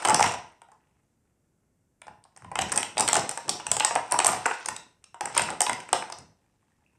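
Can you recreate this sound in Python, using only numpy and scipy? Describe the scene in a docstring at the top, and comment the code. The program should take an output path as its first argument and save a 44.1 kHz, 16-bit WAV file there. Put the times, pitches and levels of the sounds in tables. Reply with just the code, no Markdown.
"""A hand rummages through small hard plastic make-up cases in a hollow tray, in a quiet furnished room.
First the tail of an earlier knock and a short burst; then a lull over faint room tone, with a few light contacts.
From about 2.5 s denser bursts: each knock is a bright tick, a short shell ring and the tray's hollow note, all
decaying sines; random rattles and noise scrapes crowd between, noise rumbles as the tray shifts on the table,
and decaying-noise reflections answer. The bursts thin out after 6 s; one faint tap comes near the end."""
import sys
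import numpy as np
from scipy import signal
from scipy.io import wavfile
from scipy.ndimage import uniform_filter1d

SR = 44100
rng = np.random.default_rng(int(sys.argv[2]) if len(sys.argv) > 2 else 0)


def dump(signal):
    """Clip the signal to [-1, 1] and save it as 16-bit WAV at the path in sys.argv[1]."""
    limited = np.clip(np.atleast_2d(signal).T, -1, 1)
    pcm = np.round(limited * 32767).astype(np.int16)
    wavfile.write(sys.argv[1], SR, pcm)


def how_loud(loudness_db):
    """Turn decibels into a plain amplitude multiplier (0 dB gives 1, 20 dB gives 10)."""
    steps = np.asarray(loudness_db, float) / 20
    return 10 ** steps


N = 307818

# clear knocks: (time [s], tray note level [dB], case pitch [Hz], case ring level [dB], bright tick level [dB])
CLEAR_KNOCKS = [(0.028, -42, 1845, -44, -35), (0.049, -13.5, 3120, -21.5, -18),
                (0.054, -21.5, 2991, -13.5, -21), (0.073, -21.5, 2204, -31.5, -19),
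                (0.0852, -16.5, 2140, -23, -16.5), (0.096, -24.5, 1986, -18, -16.5),
                (0.103, -10.5, 2646, -24, -23), (0.1442, -17.5, 3398, -18, -12),
                (0.1936, -15, 2540, -19, -20), (0.204, -20, 1870, -24, -21.5),
                (0.2084, -14, 3218, -27.5, -20.5), (0.2256, -33, 2560, -14, -14.5),
                (0.238, -26, 2700, -17.5, -23), (0.2416, -13, 2618, -23.5, -26.5),
                (0.2623, -24, 2809, -24, -25.5), (0.2745, -32.5, 2706, -25, -27.5),
                (0.3111, -24.5, 2201, -33, -34), (0.3197, -40.5, 2600, -39, -32.5),
                (0.3378, -23.5, 2193, -29, -34.5), (0.6172, -44.5, 2250, -43.5, -49.5),
                (0.6848, -50.5, 1640, -81, -69), (0.7169, -48, 2280, -61.5, -53.5),
                (2.016, -40, 2350, -40, -43), (2.0677, -43, 5300, -48, -50), (2.08, -38, 2346, -41.5, -54),
                (2.239, -71, 4550, -51, -48), (2.25, -45.5, 4500, -59.5, -59.5),
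                (2.3624, -42.5, 1630, -50.5, -45.5), (2.373, -43, 1707, -49, -44.5),
                (2.4208, -50, 1500, -45.5, -57), (2.4447, -40, 2000, -38.5, -51.5),
                (2.515, -27, 1650, -52, -42), (2.5548, -24, 2008, -24, -32.5),
                (2.589, -18, 3073, -13.5, -20.5), (2.612, -32.5, 2430, -26, -23.5),
                (2.6182, -21, 3002, -24.5, -23), (2.7188, -39, 1794, -20, -15),
                (2.723, -29.5, 1910, -30, -20.5), (2.7588, -27.5, 2880, -32, -16),
                (2.7637, -27, 1840, -52, -24), (2.7752, -30, 2480, -23.5, -14),
                (2.784, -27.5, 1557, -27.5, -25), (2.793, -46, 2520, -39, -29),
                (2.806, -47, 2363, -36.5, -30), (2.8288, -26, 3132, -21, -22),
                (2.969, -28.5, 2483, -25, -31.5), (2.979, -21.5, 3710, -18.5, -17.5),
                (2.987, -22.5, 1978, -22.5, -27.5), (2.9964, -19, 3304, -21.5, -17),
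                (3.0064, -21, 2499, -24.5, -8.5), (3.022, -27.5, 2552, -27, -27.5),
                (3.077, -37, 3260, -10.5, -17), (3.0861, -25.5, 1504, -16.5, -8.5),
                (3.096, -34.5, 1984, -18, -30.5), (3.1294, -16.5, 4072, -15.5, -12),
                (3.1416, -26, 4000, -19.5, -17), (3.1534, -14, 2300, -16, -16.5),
                (3.166, -14.5, 3036, -19, -15.5), (3.193, -42.5, 3488, -25.5, -26.5),
                (3.292, -34.5, 2452, -27.5, -17), (3.3119, -30.5, 1658, -44.5, -26.5),
                (3.3744, -25, 2984, -35, -24.5), (3.4801, -32.5, 2988, -33.5, -34.5),
                (3.486, -19, 1474, -36, -46.5), (3.4923, -29.5, 5490, -17, -14),
                (3.4978, -49, 4025, -31, -20), (3.5986, -29, 2850, -38.5, -37.5),
                (3.6661, -30, 2810, -27.5, -19.5), (3.7149, -23.5, 3339, -17.5, -11),
                (3.7667, -23, 3293, -24.5, -18), (3.7981, -42.5, 3445, -20, -14.5),
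                (3.8045, -20.5, 2869, -11, -31.5), (3.823, -29.5, 2716, -24, -52.5),
                (3.8471, -14, 1712, -15.5, -9), (3.907, -22.5, 2295, -27.5, -43),
                (3.953, -21, 2449, -27, -18.5), (3.9577, -15.5, 2583, -23, -30),
                (3.972, -24.5, 1536, -40, -36.5), (4.1108, -42, 2760, -39.5, -27.5),
                (4.1155, -19.5, 1817, -36.5, -38.5), (4.1213, -13.5, 4210, -21.5, -17),
                (4.1404, -16, 1620, -43.5, -35), (4.1889, -13.5, 4036, -14, -13),
                (4.2009, -16.5, 2438, -15.5, -21.5), (4.2451, -16.5, 4336, -20, -12),
                (4.259, -17.5, 1840, -20, -16), (4.2655, -27.5, 2946, -22.5, -8),
                (4.2784, -15.5, 3368, -30.5, -20), (4.2885, -16.5, 1993, -26.5, -34.5),
                (4.318, -23.5, 1609, -28, -30), (4.331, -22.5, 1640, -28.5, -31),
                (4.344, -22.5, 1466, -32, -45.5), (4.4554, -21, 1540, -14, -29.5),
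                (4.4596, -11.5, 1839, -25, -16.5), (4.51, -25.5, 1680, -18.5, -45),
                (4.658, -34, 1643, -22, -25.5), (4.6851, -27.5, 1671, -22, -19),
                (4.7634, -44, 3940, -29.5, -28), (5.0402, -75.5, 2843, -38.5, -41.5),
                (5.143, -39, 2765, -49, -48), (5.2081, -19.5, 2507, -24, -24.5),
                (5.2549, -31, 1640, -20.5, -22), (5.271, -27, 1995, -48.5, -55),
                (5.337, -47, 3500, -50.5, -55), (5.3484, -32, 2530, -35.5, -27),
                (5.3649, -20.5, 1685, -37.5, -46.5), (5.3768, -39.5, 2888, -13.5, -9.5),
                (5.394, -16.5, 2580, -13, -21), (5.4175, -62, 2596, -21.5, -19.5),
                (5.487, -21.5, 1420, -27.5, -46.5), (5.503, -28, 2705, -34.5, -28.5),
                (5.605, -19.5, 3060, -13.5, -8), (5.6168, -19.5, 2910, -41.5, -14),
                (5.6235, -44.5, 3108, -39.5, -21), (5.6648, -18, 3311, -16.5, -29),
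                (5.6948, -22, 2020, -13, -20.5), (5.7305, -41, 2536, -29, -29),
                (5.801, -60.5, 2470, -37, -34.5), (5.889, -54, 1680, -35, -42),
                (5.9291, -10.5, 3100, -11.5, -16), (6.0227, -28.5, 1645, -27, -41),
                (6.099, -29.5, 3360, -50, -43), (6.1222, -32, 5306, -27, -27),
                (6.1849, -46.5, 6050, -45, -33.5)]


def rms_one(x):
    """Scale to rms 1."""
    return x / np.sqrt(np.mean(x ** 2) + 1e-20)


def at_hz(points, hz):
    """Read a (frequency, value) table on a log-frequency axis."""
    table_hz, values = np.transpose(points)
    return np.interp(np.log(hz), np.log(table_hz), values)


def band(x, low_hz, high_hz):
    """Butterworth band-pass."""
    return signal.sosfilt(signal.butter(2, [low_hz, high_hz], "band", fs=SR, output="sos"), x)


def highpass(x, order, edge_hz):
    """Butterworth high-pass."""
    return signal.sosfilt(signal.butter(order, edge_hz, "high", fs=SR, output="sos"), x)


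def gain_in_time(curve):
    """Gain of a (time, level) curve."""
    return how_loud(np.interp(np.arange(N) / SR, *np.transpose(curve)))


def knocks():
    """Clear knocks; the upper ring's level lies between tick and case ring, less an offset."""
    s, tray_db, case_hz, case_db, tick_db = np.transpose(CLEAR_KNOCKS)
    tick_share, below_db = 0.93, 3.5
    upper_db = tick_share * tick_db + (1 - tick_share) * case_db - below_db
    return contacts(s, tray_db, case_hz, case_db, upper_db, tick_db, spread_db=1.0)


def contacts(s, tray_db, case_hz, case_db, upper_db, tick_db, spread_db):
    """A contact rings case and tray: the tick peaks first, the tray note swells in after it."""
    # tray modes: (frequency [Hz], level [dB], t60 [s])
    tray_modes = [(713, -8.5, 0.016), (786, -4, 0.038), (864.1, -2.5, 0.065), (1045.6, -6.5, 0.033),
                  (1280, -8.5, 0.014), (1570, -13.5, 0.0052), (368, -18.5, 0.0097)]
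    # case shell modes: (multiple of the case pitch [1], level [dB], t60 [s])
    shell_modes = [(1.0, -1, 0.014), (.62, -8, 0.012), (.8, -9, .01), (1.25, -14, 0.006)]
    # upper ring modes: (frequency [Hz], level [dB], t60 [s])
    upper_modes = [(4500, -13, 0.004), (5330, -2, 0.01), (6400, -2, 0.005)]
    # bright tick modes: (frequency [Hz], level [dB], t60 [s])
    tick_modes = [(7532, -12, 0.0046), (8463, 1.5, 0.017), (10000, -3.5, 0.011), (10510, -2, 0.008),
                  (13600, -4, 0.006)]
    tray = strike(s, tray_db, tray_modes, 0.08, 2 * spread_db, 0.002, ragged=0.17, samples=1500)
    shell = strike(s, case_db, shell_modes, 0.04, spread_db, 0.0021, ragged=0.62, pitch=case_hz)
    upper = strike(s, upper_db, upper_modes, 0.045, 2 * spread_db, 0.0014, ragged=0.62)
    tick = strike(s, tick_db, tick_modes, 0.04, spread_db, 0.00088, ragged=0.6)
    # keeps the flutter's low spill out of the knocks
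    return highpass(tray + shell + upper + tick, 4, 330)


def strike(s, level_db, modes, detune, spread_db, contact_s, ragged=0, pitch=1, samples=900):
    """Each contact swells briefly, then every mode dies away; no two cases ring quite alike."""
    luck = rng.standard_normal((len(s), len(modes), 3))
    # glancing contacts last longer than square ones
    contact_s = contact_s * 1.5 ** luck[:, 0, 2:]
    t = np.arange(samples) / SR
    swell = np.sin(np.pi / 2 * np.minimum(t / contact_s, 1)) ** 2
    decay_s = np.maximum(t - contact_s, 0)
    # loose parts chatter while they ring: a fast random flutter smears the pitches
    flutter = rng.standard_normal((len(s), samples))
    flutter = 5 * uniform_filter1d(uniform_filter1d(flutter, 16), 16)
    rings = 0
    for k, (hz, mode_db, t60_s) in enumerate(modes):
        mode_hz = hz * pitch * np.exp(detune * luck[:, k, 0])
        phase = 2 * np.pi * mode_hz[:, None] * t + np.pi * luck[:, k, 1:2]
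        gain = how_loud(level_db + mode_db + spread_db * luck[:, k, 2])[:, None]
        rings = rings + gain * np.sin(phase) * how_loud(-60 * decay_s / t60_s)
    # ragged: power share of the fluttering part
    rings = rings * swell * (np.sqrt(1 - ragged) + np.sqrt(ragged) * flutter)
    at = (np.asarray(s) * SR).astype(int)[:, None] + np.arange(samples)
    return np.bincount(at.ravel(), rings.ravel(), N + samples)[:N]


def rattles():
    """Small uneven contacts that tumble in clumps, each case with a pitch of its own."""
    mean_per_s = 170
    chance = rng.random((int(mean_per_s * N / SR), 3))
    # squared exponential gaps: many short, a few long
    gaps_s = np.log(chance[:, 0]) ** 2 / 2 / mean_per_s
    s = np.cumsum(gaps_s) % (N / SR)
    size_db = 0.83 * np.minimum(-np.log(chance[:, 1]), 3.5)
    case_hz = 1400 * 2.0 ** chance[:, 2]
    rings = contacts(s, size_db, case_hz, size_db + 6.5, size_db - 9.0, size_db, spread_db=3.0)
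    return how_loud(-6.5) * loose_motion() * rms_one(rings)


def scraping():
    """Cases slide past each other: dense tiny slips of uneven size."""
    slips = rng.laplace(size=N) * (rng.random(N) < 0.05)
    return how_loud(-12) * loose_motion() * rms_one(band(slips, 1100, 6000))


def loose_motion():
    """The stirring level, sinking as the cases settle after each clear knock."""
    # the hand stirring: (time [s], level [dB])
    stirring = [(0.0, -35.5), (0.25, -25.5), (0.41, -42), (0.6, -67.5), (2.0, -81.5), (2.52, -58),
                (2.69, -30), (2.95, -47.5), (3.16, -30.5), (3.4, -39.5), (3.85, -39), (4.08, -39),
                (4.28, -27), (4.39, -31), (4.64, -33), (4.86, -65), (5.17, -71), (5.38, -21), (5.6, -43.5),
                (6.04, -42), (6.3, -67.5)]
    settle_db_per_s, settled_db = 150.5, -6.5
    s, t = np.transpose(CLEAR_KNOCKS)[0], np.arange(N) / SR
    last = np.maximum(np.searchsorted(s, t) - 1, 0)
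    since_s = np.abs(t - s[last])
    return gain_in_time(stirring) * how_loud(np.maximum(-settle_db_per_s * since_s, settled_db))


def rumble():
    """The tray shifts on the table: lumpy low dragging noise, and the table top's deeper thud."""
    # shoves: (time of the strongest moment [s], dragging level [dB], deep thud level [dB])
    shoves = [(0.11, -27, -40), (0.249, -39, -37.5), (2.1, -63.5, -56.5), (2.46, -68, -48),
              (2.61, -39, -37), (2.75, -36.5, -48), (3.018, -35, -42), (3.18, -33.5, -41.5),
              (3.5, -40, -54), (3.72, -47.5, -43), (3.95, -45, -49.5), (4.15, -44, -49),
              (4.3, -38.5, -39.5), (4.7, -47, -51.5), (5.27, -48, -51), (5.41, -38, -42.5),
              (5.51, -39.5, -52.5), (5.71, -40, -48.5), (5.952, -42.5, -53.5), (6.2, -56, -52)]
    s, drag_db, thud_db = np.transpose(shoves)[:, :, None]
    lumps = how_loud(2.1 * rms_one(band(rng.standard_normal(N), 4.9, 67)))
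    drag, thud = rng.standard_normal((2, N)) * lumps
    drag = shoving(s, drag_db) * rms_one(band(drag, 130, 600))
    thud = shoving(s, thud_db) * rms_one(band(thud, 70, 175))
    return drag + thud


def shoving(s, peak_db):
    """Every shove swells quickly and fades more slowly; overlapping shoves add in power."""
    rise_db_per_s, fall_db_per_s = 291.5, 117
    t = np.arange(0, N + 64, 64) / SR
    below_db = np.maximum(rise_db_per_s * (s - t), fall_db_per_s * (t - s))
    gain = np.sqrt(np.sum(how_loud(peak_db - below_db) ** 2, axis=0))
    return np.interp(np.arange(N) / SR, t, gain)


def far_tap():
    """A faint single tap: one decaying sine."""
    # small tap further off: (time [s], level [dB], frequency [Hz], t60 [s])
    tap = (6.862, -56, 2600, .007)
    s, tap_db, hz, t60_s = tap
    return strike([s], tap_db, [(hz, 0, t60_s)], detune=0, spread_db=0, contact_s=0.002)


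def earlier_knock():
    """The room still rings from a knock a moment before the start."""
    knock = contacts([0], 0, 2500, -6, -9, -7, spread_db=0)
    ago = SR // 20
    return how_loud(-19.0) * np.pad(room(knock)[ago:], (0, ago))


def changing_room(x):
    """The reverberation fades between four different decaying-noise tails, so its colour keeps changing."""
    rounds_per_s = 3.5
    turn = np.pi * rounds_per_s * np.arange(N) / SR
    wet = 0
    for k in range(4):
        wet = wet + room(x * np.cos(turn + np.pi * k / 4) ** 6 * 0.8)
    return wet


def room(x, gap_s=0.005, rise_s=0.004):
    """Reflections: noise that starts after a gap, builds up and dies band by band; energy 1."""
    # reverberation: (frequency [Hz], t60 [s])
    room_t60 = [(100, 0.34), (800, 0.4), (5000, 0.36), (10000, 0.28)]
    t = np.arange(SR // 2) / SR
    edges_hz = 50 * 2 ** np.arange(0, 8.6, 0.5)
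    white, tail = rng.standard_normal(len(t)), 0
    for low, high in zip(edges_hz, edges_hz[1:]):
        t60_s = at_hz(room_t60, np.sqrt(low * high))
        tail = tail + band(white, low, high) * how_loud(-60 * t / t60_s)
    tail = tail * (1 - np.exp(-np.maximum(t - gap_s, 0) / rise_s))
    return signal.fftconvolve(x, tail / np.sqrt(np.sum(tail ** 2)))[:N]


def room_tone():
    """Steady faint air and microphone noise, shaped in third octaves."""
    # noise spectrum: (frequency [Hz], relative level per Hz [dB])
    tone_spectrum = [(15, -39.5), (25, -11.5), (45, -4), (91, 1), (237, -4.5), (271, -5.5), (372, -9.5),
                     (1190, -24), (1400, -22.5), (4030, -37.5), (7610, -25), (14000, -37.5)]
    edges_hz = 22 * 2 ** np.arange(0, 9.6, 1 / 3)
    white, out = rng.standard_normal((2, N)), 0
    # neighbouring bands take different noises
    for k, (low, high) in enumerate(zip(edges_hz, edges_hz[1:])):
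        gain = how_loud(at_hz(tone_spectrum, np.sqrt(low * high)))
        out = out + gain * band(white[k % 2], low, high)
    return how_loud(-71) * rms_one(out)


def microphone(x):
    """Little passes above about 10 kHz, the range around 4.3 kHz is slightly weaker, and deep bass is cut."""
    edge_hz, above_edge_db = 10066, -15
    dip_hz, dip_depth = 4290, 0.24
    x = highpass(x, 2, 60)
    x = x - dip_depth * band(x, dip_hz / 1.5, dip_hz * 1.3)
    below = signal.sosfilt(signal.cheby2(8, 40, 1.08 * edge_hz, fs=SR, output="sos"), x)
    above = band(band(x, edge_hz, 13000), edge_hz, 14000)
    return below + how_loud(above_edge_db) * above


def scene():
    """Cases and tray near the microphone, their room answer, and the room tone."""
    near, tap = knocks() + rattles() + scraping(), far_tap()
    # the walls swallow part of the treble
    dulled = near - 0.41 * band(near, 5700, 13000)
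    wet = changing_room(how_loud(-1.5) * dulled + tap) + earlier_knock()
    return (microphone(near + tap + wet + rumble()) + room_tone())[None]


def low_pass(x):
    """Removes everything above the highest recorded frequency."""
    return signal.sosfilt(signal.butter(12, 14470, fs=SR, output="sos"), x)


def record(dry):
    """Round the peaks by soft saturation and set the final level."""
    mix = 0.78 * np.tanh(dry / 0.86)
    return low_pass(mix)


dry = scene()
out = record(dry)
dump(out)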